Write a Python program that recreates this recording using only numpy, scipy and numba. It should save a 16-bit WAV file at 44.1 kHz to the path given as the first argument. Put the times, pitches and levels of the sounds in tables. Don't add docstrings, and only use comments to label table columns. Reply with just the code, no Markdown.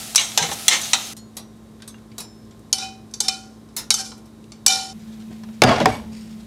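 import sys
import numpy as np
from scipy import signal
from scipy.fft import rfft, irfft
from scipy.io import wavfile
from scipy.ndimage import uniform_filter1d
from numba import njit

SR = 44100
rng = np.random.default_rng(int(sys.argv[2]) if len(sys.argv) > 2 else 0)


def materialize(psi):
    bounded = np.clip(np.atleast_2d(psi).T, -1, 1)
    quanta = np.round(bounded * 32767).astype(np.int16)
    wavfile.write(sys.argv[1], SR, quanta)


def how_loud(loudness_db):
    steps = np.asarray(loudness_db, float) / 20
    return 10 ** steps


N = 284886
SPAN = 22050
BANDS_HZ = 16000 / 2. ** np.arange(9)

SCENE_S = (0, 1.135, 4.93, 6.47)
EMPTYING_S = (2.7, 3.7, 3.85)

# frequency in Hz, level in dB per Hz.
WOK_FULL = [(35, -45.5), (60, -21), (165, -16), (600, -11.5), (796, -3.5), (1690, -13), (2090, -7),
            (2460, -9.5), (4030, -0.5), (4750, -10.5), (6150, 0.5), (12700, -22), (16500, -40)]
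# frequency in Hz, level in dB per Hz.
WOK_LOADED = [(290, -33.5), (500, -21.5), (1450, -17.5), (2540, -12.5), (2980, -11), (3880, -4), (4550, -5),
              (11100, -10), (15300, -23.5), (16500, -43.5)]
# frequency in Hz, level in dB per Hz.
WOK_TIPPED = [(240, -34.5), (400, -9.5), (679, -19.5), (769, -15.5), (844, -10), (1700, -19.5),
              (2980, -16.5), (3320, -15.5), (3530, -15), (5380, -3), (10700, -14.5), (15300, -37),
              (16500, -63)]
# frequency in Hz, level in dB, t60 in seconds.
WOK_MODES = [(768, -1, .8), (1416, -11, .5), (2374, -3, .3), (3040, -1, .4), (3594, -6, .4), (4000, -6, .4),
             (4430, -7, .35), (4570, -12, .2), (5206, -12, .3), (5410, -9, .25), (5720, -11, .3),
             (6090, -12, .3), (6778, -14, .3), (7246, -14, .3), (8260, -16, .25)]
# time in seconds, peak in dB, tilt in dB per octave, low part in dB.
STIR_TAPS = [(0.158, 3.5, 5.5, -40), (0.1789, -4.5, -4.5, -29.5), (0.1968, -7.5, -2, -26),
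             (0.3754, -1, 0, -12.5), (0.4252, -8.5, -3, -15), (0.4884, -23, -4.5, 1),
             (0.5147, -17, -3, -6.5), (0.6812, 5.5, 2.5, -27), (0.8148, -20, 10, -35.5),
             (0.933, 0.5, -1.5, -23)]
# time in seconds, peak in dB, tilt in dB per octave, low part in dB.
TOUCHES = [(1.167, -30, 2.5, -18.5), (1.3521, -54, 12.5, -26), (1.368, -22, 3.5, -13.5),
           (1.8016, -41.5, -12, -17), (1.821, -29.5, -7, -27), (1.877, -28.5, 2.5, -17.5),
           (1.9428, -40.5, -16, -11.5), (1.9825, -44, -14, -18), (2.116, -39.5, -12, -23.5),
           (2.181, -23.5, 4.5, -10.5), (2.2025, -24.5, 3.5, -18), (2.5092, -41.5, -9.5, -22),
           (2.592, -58, 4.5, -1.5), (3.7651, -15, 9, -16.5)]
# time in seconds, peak in dB, tilt in dB per octave, low part in dB.
SCRAPE_TAPS = [(2.7277, -3.5, 3, -31.5), (2.7826, -19.5, 1.5, -18.5), (3.1118, -44.5, 10.5, -15.5),
               (3.1384, -19.5, 1.5, -31), (3.2037, -7, 2.5, -25), (3.2824, -6.5, 1, -51),
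               (3.688, -44.5, -6, -15), (3.9047, -0.5, 3, -29), (3.9408, -7, 3.5, -30),
               (4.118, -31, -7.5, -7), (4.1794, -43.5, 13, -3.5), (4.2574, -47, 15.5, 0.5),
               (4.5198, -29.5, -3.5, -27.5), (4.6628, 0.5, 3.5, -27), (4.6795, -0.5, 3.5, -38)]
# start in seconds, swell in seconds, level in dB, t60 in seconds,
# tilt in dB per octave.
DRAGS = [(0.1485, 0.0016, -21, 0.022, 6.5), (0.17, 0.045, -23.5, 0.46, 0.5), (0.39, 0.046, -23.5, 0.28, -4),
         (0.506, 0.032, -28.5, 0.05, 6), (0.70, 0.037, -14.5, 0.23, -5.5), (0.80, 0.042, -28, 0.41, -1),
         (0.95, 0.047, -32.5, 0.85, -1), (2.76, 0.062, -31, 0.34, -3), (3.23, 0.02, -31, 0.25, -1.5),
         (3.31, 0.019, -36.5, 0.49, -1.5), (3.764, 0.028, -35.5, 0.17, -0.5),
         (3.96, 0.047, -25.5, 0.14, -0.5), (4.04, 0.02, -34, 0.31, 1), (4.695, 0.011, -20, 0.57, -1.1)]
DRAG_LOW_DB = (-15.5, -9.5, -19.5)
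# time in seconds, peak in dB.
CRACKS = [
    (.158, -6),
    (0.3755, -7),
    (.8148, -21.5),
    (.933, -9),
    (3.2849, -13.5),
    (3.908, -8.5),
    (4.6669, -2.5),
    (.1487, -10),
]
# time in seconds, swell in seconds, level in dB, share of free decay 0-1.
RINGS = [(0.389, 0.013, -43, 0.8), (0.935, 0.0057, -25.5, 0.21), (2.729, 0.014, -35, 1),
         (2.815, 0.018, -32, 0.41), (3.202, 0.0016, -61, 0.5), (3.24, 0.027, -34, 1),
         (3.281, 0.0047, -32, 0.29), (3.905, 0.0026, -42, 0.34), (3.98, 0.019, -37, 0.55),
         (4.664, 0.0039, -36.5, 0.45), (4.69, 0.0096, -23, 1)]
# time in seconds, frequency in Hz, level in dB, t60 in
# seconds.
WOK_PINGS = [(0.181, 3930, -6.5, 0.067), (0.187, 2856, -11.5, 0.082), (0.412, 161, -28.5, 0.27),
             (0.712, 2103, -14.5, 0.19), (1.17, 6850, -47.5, .35), (1.17, 8520, -39, 0.1),
             (1.369, 3920, -35.5, 0.16), (1.37, 12480, -49, 0.12), (1.821, 9040, -45, 0.03),
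             (1.885, 6300, -47.5, 0.3), (1.878, 8530, -40, 0.1), (1.943, 2800, -46, .1),
             (2.182, 3920, -34, 0.21), (2.20, 5260, -42.5, 0.62), (2.21, 7250, -47, 0.38),
             (2.203, 10660, -33, 0.1), (1.17, 5000, -48, 0.15), (1.18, 4290, -50, 0.28),
             (1.372, 5220, -44, 0.11), (1.39, 5840, -51, 0.34), (1.37, 11600, -53, .14),
             (1.878, 11400, -52, .15), (2.203, 9800, -51, 0.17), (2.203, 11500, -48, .13),
             (2.51, 7430, -57.5, 0.17),
             (2.728, 3025, -28, .24), (2.822, 2480, -36, .36), (3.139, 7400, -31, .06),
              (3.285, 2400, -30, .2), (3.285, 1414, -40.5, .55), (3.775, 5310, -29, .17),
              (3.906, 3050, -22.5, .22), (3.907, 3830, -11, .075), (3.99, 1560, -39, .25),
              (4.67, 2374, -23.5, .36), (4.699, 1416, -31, .45), (4.664, 1416, -31, .3),
              (4.0, 770, -42, .3), (3.906, 2200, -18, .045), (.376, 11300, -16, .025),
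              (.378, 5300, -19, .1), (.44, 10500, -38, .04), (3.206, 950, -31, .06), (3.33, 2480, -41, .3),
              (3.344, 3960, -32, .08), (4.667, 5500, -13, .04), (4.80, 3050, -36, .3),
              (3.92, 5470, -21, .07), (3.905, 1567, -30, .1), (3.79, 5750, -46, .4), (4.70, 4020, -26, .35),
              (2.845, 3040, -37, .3), (3.139, 3600, -36, .05), (3.139, 6100, -33, .08),
              (4.757, 4450, -27, .2), (4.519, 3600, -42, .035), (3.32, 3050, -41, .38),
             (0.159, 6030, -1.5, 0.046), (.376, 950, -22, 0.042), (.388, 1590, -24.5, 0.17),
             (.389, 474, -30, 0.11), (.404, 963, -23.5, 0.13), (.436, 790, -28, 0.13),
             (0.439, 478, -25.5, 0.12), (.515, 810, -29.5, 0.1), (.682, 2795, -10.5, .05),
             (.934, 3920, -11.5, 0.046), (2.728, 4430, -15, 0.089), (2.728, 6140, -14, .05),
             (2.728, 6670, -8.5, 0.036), (2.785, 3610, -32, .2), (2.79, 3920, -33.5, 0.39),
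             (3.203, 6460, -10.5, 0.038), (3.203, 8330, -14.5, 0.044), (3.204, 4400, -23, .07),
             (3.245, 3620, -35.5, 0.35), (3.283, 5380, -6.5, 0.038), (3.283, 3920, -15.5, 0.05),
             (3.284, 3033, -19, 0.094), (3.283, 3650, -26, 0.09), (3.905, 4380, -23, .09),
             (3.906, 6240, -25, 0.067), (3.942, 5394, -16, 0.054), (3.943, 6270, -16.5, 0.071),
             (3.943, 4500, -26.5, 0.09), (3.985, 4420, -39, .25), (4.663, 5350, -4.5, 0.055),
             (4.664, 6130, -7.5, 0.057), (4.663, 7750, -3.5, 0.048), (4.663, 8160, -13, 0.043),
             (4.68, 4450, -16.5, 0.085), (4.681, 5696, -14, .08), (4.679, 3000, -18, .12),
             (4.705, 3670, -24, 0.25), (4.72, 5440, -20, 0.16), (4.723, 5880, -16.5, 0.083),
             (4.757, 4040, -24, 0.19), (4.664, 775, -31, 0.34)]
# time in seconds, frequency in Hz, level in dB, t60 in seconds.
MORE_PINGS = [(2.183, 6550, -40, .08), (2.205, 5700, -46, .25), (2.205, 8550, -46, .15),
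              (4.52, 7400, -43, .05), (4.52, 9000, -45, .05), (4.521, 6000, -46, .1),
              (4.05, 1416, -50, .45), (3.99, 4420, -35, .15), (5.69, 3400, -25, .12),
              (5.715, 1100, -19, .1), (1.39, 5650, -51, .3)]

# frequency in Hz, level in dB per Hz.
BOARD = [(24, -48), (40, -36.5), (77, -8.5), (145, -1.5), (186, -32), (228, 1), (300, -12.5), (744, -10),
         (1230, -15.5), (2250, -19.5), (3920, -24), (4680, -25.5), (5050, -24), (11600, -44.5),
         (16500, -57)]
# time in seconds, peak in dB, tilt in dB per octave, low part in dB.
KNOCKS = [
    (5.435, -32, 4, -21),
    (5.4877, -37, 0.5, -19),
    (5.6193, 8, 1, -19),
    (5.636, 5, 3.5, -9),
    (5.8022, -15.5, 1.5, -17),
    (5.8572, -0.5, -0.5, -16),
]
# time in seconds, peak in dB.
BOARD_CRACKS = [
    (5.4885, -37),
    (5.8025, -16.5),
    (5.8575, -0.5),
    (5.6195, 0),
]
# start in seconds, swell in seconds, level in dB, t60 in seconds, low part in dB.
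SLIDES = [
    (5.298, 0.015, -52.5, 0.19, 12),
    (5.645, 0.052, -12.5, 0.13, -6),
    (5.70, 0.017, -17, 0.41, -10),
    (5.766, 0.024, -28.5, 0.077, -11),
    (5.80, 0.014, -22, 0.19, -2),
    (5.862, 0.017, -21, 0.15, -2.5),
    (5.90, 0.04, -32, 0.3, -5),
    (6.04, 0.045, -58, 0.48, 10),
]
# time in seconds, frequency in Hz, level in dB, t60 in seconds.
ROCKING = [(5.62, 865, -5, 0.082), (5.62, 600, -7.5, 0.11), (5.634, 136.5, -15, 0.12),
           (5.637, 748, -4.5, 0.11), (5.643, 250, -8.5, .12), (5.644, 418, -10.5, 0.077),
           (5.661, 83.6, -24, 0.59), (5.668, 640, -7.5, 0.084), (5.671, 248.3, -10.5, 0.084),
           (5.678, 117, -15, 0.13), (5.685, 207, -14, 0.076), (5.69, 581, -13, 0.093),
           (5.695, 267.5, -14, 0.092), (5.709, 701, -6, 0.093), (5.709, 511, -14.5, .1),
           (5.716, 383, -13, 0.09), (5.723, 1071, -11, 0.074), (5.775, 732, -15.5, 0.07),
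           (5.801, 770, -16.5, 0.078), (5.803, 969, -15.5, .06), (5.807, 323, -13, 0.087),
           (5.815, 577, -12, 0.12), (5.815, 192, -11.5, 0.083), (5.829, 170.9, -13.5, 0.12),
           (5.857, 752, -7.5, 0.14), (5.857, 602, -8.5, 0.066), (5.857, 986, -10.5, 0.059),
           (5.867, 437, -10.5, 0.076), (5.873, 301, -10, 0.085), (5.886, 117, -19.5, 0.19),
           (5.891, 603, -22, 0.12), (5.92, 226, -25, 0.23), (5.91, 86.4, -26.5, 0.36),
           (6.0, 73.8, -36.5, 0.91)]
# time in seconds, frequency in Hz, level in dB, t60 in seconds.
BOWL_PINGS = [(5.62, 2190, -3, .03), (5.637, 2280, -14, .04), (5.649, 4753, -21, .29),
              (5.705, 3327, -26, .12), (5.70, 2218, -25, .08), (5.735, 2820, -36, .35),
              (5.801, 3350, -22, .07), (5.857, 2261, -9, .035), (5.915, 2260, -33, .2),
              (5.868, 2100, -25, .05), (5.70, 4650, -28, .2), (5.639, 1640, -17, .06)]
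# time in seconds, peak in dB, tilt in dB per octave, low part in dB.
FOOT_TICKS = [
    (5.8024, -17.5, -4, -12),
    (5.8274, -27, 5, -26),
    (5.8812, -26.5, 3.5, -30),
    (5.9236, -31.5, 0.5, -30),
    (5.868, -22, -8, -15),
]
GLAZE_HZ = (2230, 2800, 3350, 4620, 5680, 6570, 7880, 9030, 11350)
# start in seconds, swell in seconds, level in dB, t60 in seconds,
# tilt in dB per octave.
GRINDS = [
    (5.65, .03, -26.5, 0.39, -12),
    (5.74, 0.052, -38, .4, -7),
    (5.875, 0.018, -38, 0.37, -3),
    (5.92, 0.018, -41, 0.27, -2),
]

# frequency in Hz, level in dB per Hz.
CLOTH = [(300, -33), (1500, -9), (4500, 1.5), (8000, -2.5), (16000, -27)]
# start in seconds, level in dB, t60 in seconds.
RUSTLES = [
    (4.991, -55, 0.27),
    (5.07, -56.5, .2),
    (5.119, -51.5, 0.15),
    (5.195, -52, 0.12006),
    (5.306, -53.5, 0.38),
    (5.525, -54.5, 0.16),
    (6.118, -47.5, 0.75),
    (6.199, -55, 0.35),
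    (6.295, -54.5, 0.31),
    (6.388, -55.5, .3),
]
# time in seconds, peak in dB, tilt in dB per octave, low part in dB.
TICKS = [
    (.318, -21.5, -8, -20),
    (1.568, -47.5, 14.5, -30),
    (1.64, -53.5, 6, -31.5),
    (2.02, -52.5, 5.5, -29),
    (2.452, -48.5, 8, -28),
    (2.593, -42, 11.5, -30.5),
    (4.441, -42, 3, -32.5),
]

# time in seconds, level in dB.
FRY = [
    (0.0, -32.5),
    (0.232, -41.5),
    (0.356, -37),
    (0.518, -34.5),
    (0.89, -32.5),
    (0.972, -35.5),
    (1.02, -36.5),
    (1.135, -38),
]
# frequency in Hz, level in dB per Hz.
SIZZLE = [(290, -40.5), (500, -12.5), (753, -2), (1090, -19.5), (1290, -2), (1410, -11), (3880, -4.5),
          (11000, -7.5), (15600, -19), (16500, -37)]
# frequency in Hz, level in dB per Hz.
AIR_STOVE = [(15, -50.5), (25, -35.5), (105, -2.5), (167, -3), (220, -4.5), (266, -4), (553, -13.5),
             (952, -20.5), (1060, -20), (2670, -31.5), (3910, -28), (4240, -30.5), (9080, -33.5),
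             (15200, -42), (16500, -74.5)]
# frequency in Hz, level in dB per Hz.
AIR_BOARD = [(15, -53), (25, -28), (150, -11), (220, -0.5), (245, -19), (280, -26.5), (330, -21.5),
             (902, -29.5), (1060, -33), (3910, -36.5), (11000, -43), (15200, -47.5), (16500, -70.5)]
AIR_DB = (-47, -48, -42.5)
# frequency in Hz, level in dB, waver in dB,
# gain near the board in dB.
HUM = [(55.7, -59, 2, 2), (63, -57.5, 0.5, 0), (111, -53, 3.5, 2.5), (182, -71.5, 4.5, 14),
       (219.7, -44, 6, 8), (325, -58.5, 4.5, 1.5), (401, -59, -1.5, -2.5), (1053, -64.5, 3, -3),
       (3800, -73, 6, 5)]

# clatter t60 in seconds, its growth in dB per dB of tilt, after-rattle in dB.
FULL_DECAY, LOADED_DECAY = (0.066, 0.05, -16), (0.091, 0.76, -15)
BARE_DECAY, BOARD_DECAY = (0.04, 0.3, -12.5), (0.034, 0.3, -22)
CRACK_DECAY = (0.014, 0.01, -30)
TICK_DECAY = (0.028, .01, -34.5)


def shape(table, hz):
    f, db = np.transpose(table)
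    return np.interp(np.log(np.maximum(hz, 1)), np.log(f), db)


def noise(table):
    x = irfft(rfft(rng.standard_normal(N)) * how_loud(shape(table, np.arange(N // 2 + 1) * SR / N)), N)
    return x / x.std()


def walk(rate_hz):
    k = int(SR / rate_hz)
    held = np.repeat(rng.standard_normal(N // k + 1), k)
    return 0.18 * uniform_filter1d(uniform_filter1d(held, k), k)[:N]


def fade(t, t60):
    return np.exp(-np.log(1000) * np.maximum(t, 0) / t60)


def add(out, x, s):
    i = int(s * SR)
    scene_end = int(SCENE_S[np.searchsorted(SCENE_S, s, side="right")] * SR)
    end = min(scene_end, N, i + len(x))
    out[i:end] += x[:end - i]


def contact(colour, split_hz, tilt_db, low_db, envelope, ripple_db, ripple_hz, damping):
    t, f = np.arange(SPAN) / SR, np.arange(SPAN // 2 + 1) * SR / SPAN
    ripple = ripple_db * np.interp(f, ripple_hz * np.arange(2000), rng.standard_normal(2000))
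    tilt = tilt_db * np.log2(np.maximum(f, split_hz) / split_hz)
    gain = how_loud(shape(colour, f) + ripple + tilt)
    low_share = 1 / (1 + (f / split_hz) ** 4)
    high, low = gain * (1 - low_share), gain * low_share
    gain = high / np.linalg.norm(high) + how_loud(low_db) * low / np.linalg.norm(low)
    spectrum = rfft(rng.standard_normal(SPAN)) * gain * np.sqrt(SPAN / 2)
    octave = np.log2(np.clip(f, BANDS_HZ[-1], BANDS_HZ[0]) / BANDS_HZ[:, None])
    bands = irfft(spectrum * np.maximum(1 - np.abs(octave), 0), SPAN)
    t60_scale = (BANDS_HZ[:, None] / 4000) ** -damping
    return np.sum(bands * envelope(t, t60_scale), axis=0)


def strike(colour, table, decay, split_hz, ripple_hz, after_t60):
    out = np.zeros(N)
    flat_t60, growth, after_db = decay
    for s, peak_db, tilt_db, low_db in table:
        t60 = flat_t60 * how_loud(growth * tilt_db)

        def envelope(t, k):
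            attack = np.minimum(t * k ** -2 / 0.00019, 1)
            return attack * (fade(t, t60 * k) + how_loud(after_db) * fade(t, after_t60 * k))

        blow = contact(colour, split_hz, tilt_db, low_db, envelope, 5.0, ripple_hz, damping=0.44)
        add(out, how_loud(peak_db - 8) * blow, s)
    return out


def rub(colour, table, split_hz, ripple_hz, grit_db):
    out = np.zeros(N)
    for s, swell_s, level_db, t60, tilt_db, low_db in table:
        slips = np.repeat(rng.standard_normal(SPAN // 150), 150)
        grit = how_loud(grit_db * uniform_filter1d(slips, size=100))

        def envelope(t, k):
            return grit * np.minimum(t / swell_s, 1) ** 0.51 * fade(t - swell_s, t60 * k)

        drag = contact(colour, split_hz, tilt_db, low_db, envelope, 3.5, ripple_hz, damping=0.07)
        add(out, how_loud(level_db) * drag, s)
    return out


def with_modes(colour):
    peak_db, width_hz = 10, 70
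    f = np.arange(20., SR / 2, 10)
    peaks = [min(1, (3800 / hz) ** 2) / (1 + ((f - hz) / width_hz) ** 2) for hz, _, _ in WOK_MODES]
    return np.c_[f, shape(colour, f) + peak_db * np.max(peaks, axis=0)]


def chopsticks():
    full = (WOK_FULL, STIR_TAPS, FULL_DECAY, DRAG_LOW_DB[0])
    loaded = (WOK_LOADED, TOUCHES, LOADED_DECAY, DRAG_LOW_DB[1])
    bare = (with_modes(WOK_TIPPED), SCRAPE_TAPS, BARE_DECAY, DRAG_LOW_DB[2])
    states = (full, loaded, bare, loaded, bare)
    edges = (0, SCENE_S[1], *EMPTYING_S, SCENE_S[2])
    out = np.zeros(N)
    for (colour, taps, decay, low_db), start, end in zip(states, edges, edges[1:]):
        taps = [row for row in taps if start <= row[0] < end]
        drags = [(*row, low_db) for row in DRAGS if start <= row[0] < end]
        out += strike(colour, taps, decay, 1319, ripple_hz=118.3, after_t60=0.33)
        out += rub(colour, drags, 1600, ripple_hz=69.8, grit_db=1.0)
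    return out


def wok_cracks():
    rows = [(*row, -4.5, -12) for row in CRACKS]
    return strike(WOK_LOADED, rows, CRACK_DECAY, 1400, ripple_hz=600, after_t60=0.05)


def ringing():
    flat_swell_s, sharp_tilt_db, pair_db = 0.01, 5, -6
    out, t = np.zeros(N), np.arange(SPAN) / SR
    hz, db, t60 = np.transpose(WOK_MODES)[:, :, None]
    phase = rng.random(hz.shape)
    pair = (hz > 2000) & (hz < 3300)
    for s, swell_s, level_db, share in RINGS:
        scatter_db = 4 * (rng.random(hz.shape) - 0.5)
        tilt_db = sharp_tilt_db * np.log2(flat_swell_s / swell_s)
        gain = how_loud(level_db + db + tilt_db * np.log2(hz / hz[0]) + pair_db * pair + scatter_db)
        sines = np.sin(2 * np.pi * (hz * (t + int(s * SR) / SR) + phase))
        modes = gain * sines * fade(t - swell_s, share * t60)
        add(out, np.minimum(t / swell_s, 1) * modes.sum(axis=0), s)
    return out


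def lone_modes():
    flutter_db, flutter_hz = 3.5, 120
    out, t = np.zeros(N), np.arange(SPAN) / SR
    pings = WOK_PINGS + BOWL_PINGS + ROCKING + MORE_PINGS
    for s, hz, db, t60 in pings:
        walks = rng.standard_normal((2, 80))
        waver, drift = (np.interp(t * flutter_hz, np.arange(80), row - row[0]) for row in walks)
        tone = np.sin(2 * np.pi * hz * t + 0.5 * drift) * how_loud(db + flutter_db * waver * 0.5)
        attack = np.minimum(t / max(0.0012, 1 / hz), 1)
        add(out, attack * tone * fade(t, t60), s)
    return out


def bowl_on_board():
    knocks = strike(BOARD, KNOCKS, BOARD_DECAY, 320, ripple_hz=85.5, after_t60=0.26)
    slide_rows = [(*row[:4], -2, row[4]) for row in SLIDES]
    slides = rub(BOARD, slide_rows, 390, ripple_hz=38.8, grit_db=2.0)
    crack_rows = [(*row, 3, -15) for row in BOARD_CRACKS]
    cracks = strike(BOARD, crack_rows, CRACK_DECAY, 1000, ripple_hz=407, after_t60=0.05)
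    clicks = strike(CLOTH, FOOT_TICKS, TICK_DECAY, 1300, ripple_hz=600, after_t60=0.12)
    return knocks + slides + cracks + clicks


def grinding():
    width_hz, floor_db = 90, -12
    f = np.arange(20., SR / 2, 10)
    peaks = sum(1 / (1 + ((f - hz) / width_hz) ** 2) for hz in GLAZE_HZ)
    floor = how_loud(2 * floor_db) / (1 + (f / 9000) ** 4)
    colour = np.c_[f, 10 * np.log10(peaks + floor)]
    return rub(colour, [(*row, -40) for row in GRINDS], 1400, ripple_hz=198, grit_db=2.5)


def hands():
    swell_s, tilt_db, low_db = 0.015, -1.5, -12.5
    brushes = [(s, swell_s, db, t60, tilt_db, low_db) for s, db, t60 in RUSTLES]
    return rub(CLOTH, brushes, 1270, ripple_hz=310, grit_db=3.0)


def food_ticks():
    return strike(CLOTH, TICKS, TICK_DECAY, 1300, ripple_hz=898, after_t60=0.1)


def sizzle():
    t = np.arange(N) / SR
    pops = 1 + (rng.random(N) < 600 / SR) * how_loud(13 * rng.random(N))
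    gain = how_loud(shape(SIZZLE, np.arange(N // 2 + 1) * SR / N))
    hiss = irfft(rfft(rng.standard_normal(N) * pops) * gain, N)
    level_db = np.interp(t, *np.transpose(FRY)) + 0.8 * walk(18)
    return hiss / hiss.std() * how_loud(level_db) * (t < SCENE_S[1])


def kitchen():
    t = np.arange(N) / SR
    place = np.searchsorted(SCENE_S, t, side="right") - 1
    at_board = place == 2
    air = np.where(at_board, noise(AIR_BOARD), noise(AIR_STOVE))
    air = air * how_loud(np.array(AIR_DB)[place] + 0.5 * walk(5.4))
    hum = np.zeros(N)
    for hz, db, waver_db, near_db in HUM:
        level_db = db + 1 + waver_db * walk(9.5) + near_db * at_board
        hum += how_loud(level_db) * np.sin(2 * np.pi * hz * t + 0.38 * walk(15))
    return air + hum * how_loud(-1.5 * (place == 0))


def scene():
    wok = chopsticks() + wok_cracks() + ringing() + lone_modes()
    bowl = bowl_on_board() + grinding()
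    mix = wok + bowl + hands() + food_ticks() + sizzle() + kitchen()
    return mix[None]


@njit
def duck(x, top, power, attack, release):
    y, e = np.empty(len(x)), 0.
    for i in range(len(x)):
        a = abs(x[i])
        e += (a - e) * (attack if a > e else release)
        y[i] = x[i] * min(1., top / (e + 1e-9)) ** power
    return y


def roll_off(x):
    return signal.sosfilt(signal.butter(12, 16200, fs=SR, output="sos"), x)


def record(dry):
    top_cut = signal.ellip(6, 0.2, 40, 15900, fs=SR, output="sos")
    x = signal.sosfilt(top_cut, dry[0])
    x = duck(x, how_loud(-14.5), 0.44, 1 / (0.0042 * SR), 1 / (0.02 * SR))
    mix = np.clip(x, -1, 1)[None]
    return roll_off(mix)


dry = scene()
out = record(dry)
materialize(out)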